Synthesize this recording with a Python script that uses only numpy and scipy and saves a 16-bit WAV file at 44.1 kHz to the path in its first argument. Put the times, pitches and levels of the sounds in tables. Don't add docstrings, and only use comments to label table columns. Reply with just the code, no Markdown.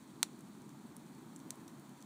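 import sys
import numpy as np
from scipy import signal
from scipy.fft import rfft, irfft, next_fast_len
from scipy.io import wavfile
from scipy.ndimage import uniform_filter1d

SR = 44100
rng = np.random.default_rng(int(sys.argv[2]) if len(sys.argv) > 2 else 0)


def wav_record(signal):
    frames = np.transpose(np.atleast_2d(signal))
    bounded = np.clip(frames, -1, 1)
    quanta = np.round(bounded * 32767).astype(np.int16)
    wavfile.write(sys.argv[1], SR, quanta)


N = 90404
T = np.arange(N) / SR

# [f/Hz, level/dB per Hz]
AIR_SPECTRUM = [(40, -22), (150, -15.5), (450, -2), (650, -1.5), (950, 2.5), (1400, -4), (2200, -12),
                (4000, -18.5)]
# [t/s, level/dB]
AIR_LEVEL = [(0, -64), (.8, -63.5), (1.1, -63), (1.4, -63.5), (1.52, -61.5), (2.05, -63.5)]
# [t/s, level/dB]
HUM_LEVEL = [(1.25, -70), (1.45, -64)]
HUM_HZ, HUM_WAVER_RMS_HZ, HUM_WAVER_CUTOFF_HZ = 140.35, 2.5, 6.6

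# [f/Hz, level/dB per Hz]
RUSH_SPECTRUM = [(25, -55), (55, -31.5), (80, -19), (100, -16), (138, -4), (175, -1.5), (210, 2), (335, -3),
                 (390, -12), (430, -12.5), (480, -33), (1000, -34), (4000, -61)]
# [t/s, level/dB]
RUSH_LEVEL = [(0.0, -58), (0.12, -56), (0.12, -54.5), (0.75, -54), (0.76, -59.5), (0.8, -50.5),
              (0.83, -59.5), (0.85, -51), (0.88, -55.5), (1.43, -53.5), (1.47, -51.5), (1.56, -59),
              (1.59, -54), (1.8, -55), (1.81, -60), (1.93, -53.5), (1.96, -61.5), (2.05, -54.5)]
RUSH_LEVELLING_S = 0.07
# [f/Hz, level/dB per Hz]
HISS_SPECTRUM = [(1000, -12.5), (2500, 2.5), (3400, 2), (4300, 5), (5300, -3.5), (7000, 3), (8400, 0.5),
                 (10000, -1), (12500, -10.5), (14200, -23), (15000, -5)]
HISS_DB, HISS_FLUTTER_RMS_DB, HISS_FLUTTER_CUTOFF_HZ = -69.5, 1, 24
WHISTLE_HZ, WHISTLE_WIDTH_HZ, WHISTLE_DB = 8270, 130, -82

TICKS_PER_S, TICK_MIN_DB, TICK_SPREAD_DB, TICK_WIDTH_HZ = 20, -63, 5, 5400
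# [t/s, crack level/dB, ring f/Hz, ring width/Hz, splinters re crack/dB, lower edge f/Hz]
FIBRE_SNAPS = [(0.3915, -43, 9500, 5000, -18, 4500), (0.4079, -40, 9000, 6000, -13, 4000),
               (0.6193, -43.5, 7100, 3000, -10, 3000), (0.6928, -42.5, 6500, 4000, -7, 2500),
               (0.9655, -37.5, 11300, 900, 0, 2500), (0.9668, -28.5, 9500, 1500, -13, 7000),
               (1.362, -31.5, 7520, 900, -8, 3000), (1.3914, -44, 9500, 4000, -1, 4500),
               (1.4012, -42, 6000, 4000, -6, 2500), (1.5063, -18, 7330, 2940, -30, 1000),
               (1.5565, -43.5, 9000, 5000, -14, 5000), (1.6789, -38.5, 5700, 8000, 1, 1900),
               (1.7969, -43.5, 11000, 6000, -6, 2000), (1.8944, -43, 9100, 6000, -17, 3000),
               (2.0060, -48, 6460, 900, 1, 3000), (2.0153, -46, 6800, 2000, -1, 3000),
               (2.0250, -38, 5500, 6000, -1, 2000)]
SNAP_CRACK_GAIN = 0.5
SPLINTERS_PER_S, SPLINTER_T60_S = 1100, 0.017
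# [t/s, impulse level/dB]
GAS_POPS = [(0.2298, 0.5)]
# [f/Hz, level/dB]
POP_RESPONSE = [(60, -30), (430, -36), (530, -8), (700, -6), (880, 0), (1500, -2.5), (1850, -2.5),
                (2300, 0), (4200, 3.5), (5400, 0), (7500, 4), (10200, -0.5), (11300, -5.5), (14300, -8)]

GROUND_DELAY_S, GROUND_DB, GROUND_CUTOFF_HZ = 0.0021, -12.5, 6000
# [delay t/s, T60 t/s, level before low-pass/dB, cutoff f/Hz]
SCATTER_TAILS = [(.0003, 0.007, -10, 13100), (.002, 0.023, -15.5, 9400), (.005, .14, -23, 16000)]
# [f/Hz, width/Hz, level/dB]
MIC_RESPONSE = [(2786, 310, -5.5), (5000, 290, -9), (12350, 2750, -7), (14700, 700, 3)]
BAND_LIMIT_HZ = 15250


def from_db(db):
    return 10 ** (np.asarray(db) / 20)


def rms_one(x):
    return x / np.sqrt(np.mean(x ** 2) + 1e-30)


def level_gain(points):
    return from_db(np.interp(T, *np.transpose(points)))


def cut(x, hz, kind, order=2):
    sos = signal.butter(order, min(hz, .45 * SR), kind, fs=SR, output="sos")
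    return signal.sosfilt(sos, x + 1e-18)


def colour(x, points):
    hz, db = np.transpose(points)
    size = next_fast_len(N) * 2
    grid_hz = np.maximum(np.arange(size // 2 + 1) * SR / size, 1)
    response_db = np.interp(np.log(grid_hz), np.log(hz), db)
    cepstrum = irfft(np.log(from_db(response_db)))
    cepstrum[1:size // 2] *= 2
    cepstrum[size // 2 + 1:] = 0
    return irfft(rfft(x, size) * np.exp(rfft(cepstrum)))[:N]


def click(start_s, db):
    return from_db(db) * (np.arange(N) == round(start_s * SR))


def ring(x, hz, width_hz):
    r = np.exp(-np.pi * width_hz / SR)
    poles = [1, -2 * r * np.cos(2 * np.pi * hz / SR), r * r]
    return np.sqrt((1 - r * r) / 2) * signal.lfilter([1, 0, -1], poles, x + 1e-18)


def dying(x, start_s, t60_s):
    decay = np.exp(-np.log(1000) * np.abs(T - start_s) / t60_s)
    return rms_one(x * (T >= start_s) * decay) / np.sqrt(N)


def midrange_air():
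    return level_gain(AIR_LEVEL) * rms_one(colour(rng.standard_normal(N), AIR_SPECTRUM))


def hum():
    waver = rms_one(cut(rng.standard_normal(N), HUM_WAVER_CUTOFF_HZ, "low"))
    hz = HUM_HZ + HUM_WAVER_RMS_HZ * waver
    tone = np.sin(2 * np.pi * np.cumsum(hz) / SR)
    return level_gain(HUM_LEVEL) * rms_one(tone)


def flame_rush():
    noise = colour(rng.standard_normal(N), RUSH_SPECTRUM)
    power = uniform_filter1d(noise ** 2, int(RUSH_LEVELLING_S * SR))
    steady = rms_one(noise / np.sqrt(power + 1e-30))
    return steady * level_gain(RUSH_LEVEL)


def wood_whistle():
    return from_db(WHISTLE_DB) * rms_one(ring(rng.standard_normal(N), WHISTLE_HZ, WHISTLE_WIDTH_HZ))


def wood_hiss():
    flutter = rms_one(cut(rng.standard_normal(N), HISS_FLUTTER_CUTOFF_HZ, "low"))
    noise = rms_one(colour(rng.standard_normal(N), HISS_SPECTRUM))
    return from_db(HISS_DB) * noise * from_db(HISS_FLUTTER_RMS_DB * flutter)


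def embers():
    born = rng.random(N) < TICKS_PER_S / SR
    excess_db = TICK_SPREAD_DB * np.minimum(rng.exponential(1, N), 3.5)
    impulses = born * from_db(TICK_MIN_DB + excess_db)
    pitches_hz = np.geomspace(4000, 11000, 10)
    pitch_index = rng.integers(0, len(pitches_hz), N)
    return sum(ring(impulses * (pitch_index == k), hz, TICK_WIDTH_HZ) for k, hz in enumerate(pitches_hz))


def snaps():
    out = 0
    for start_s, db, ring_hz, width_hz, splinter_db, low_hz in FIBRE_SNAPS:
        grains = (rng.random(N) < SPLINTERS_PER_S / SR) * rng.standard_normal(N)
        splinters = from_db(db + splinter_db) * dying(grains, start_s, SPLINTER_T60_S)
        crack = click(start_s, db) + splinters
        snap = ring(crack, ring_hz, width_hz) + SNAP_CRACK_GAIN * crack
        out = out + cut(snap, low_hz, "high")
    return out


def pops():
    impulses = sum(click(start_s, db) for start_s, db in GAS_POPS)
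    return -colour(impulses, POP_RESPONSE)


def outdoors(x):
    bounce = cut(click(GROUND_DELAY_S, GROUND_DB), GROUND_CUTOFF_HZ, "low", order=1)
    response = click(0, 0) + bounce
    for delay_s, t60_s, db, cutoff_hz in SCATTER_TAILS:
        tail = dying(rng.choice([-1, 1], N), delay_s, t60_s)
        response = response + from_db(db) * cut(tail, cutoff_hz, "low", order=1)
    return signal.fftconvolve(x, response)[:N]


def scene():
    cracks = outdoors(pops() + snaps() + embers())
    flames = flame_rush() + wood_whistle() + wood_hiss()
    background = hum() + midrange_air()
    return (cracks + flames + background)[None]


def record(dry):
    for hz, width_hz, db in MIC_RESPONSE:
        b, a = signal.iirpeak(hz, hz / width_hz, fs=SR)
        dry = dry + (from_db(db) - 1) * signal.lfilter(b, a, dry)
    return signal.sosfilt(signal.butter(20, BAND_LIMIT_HZ, fs=SR, output="sos"), dry)


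dry = scene()
out = record(dry)
wav_record(out)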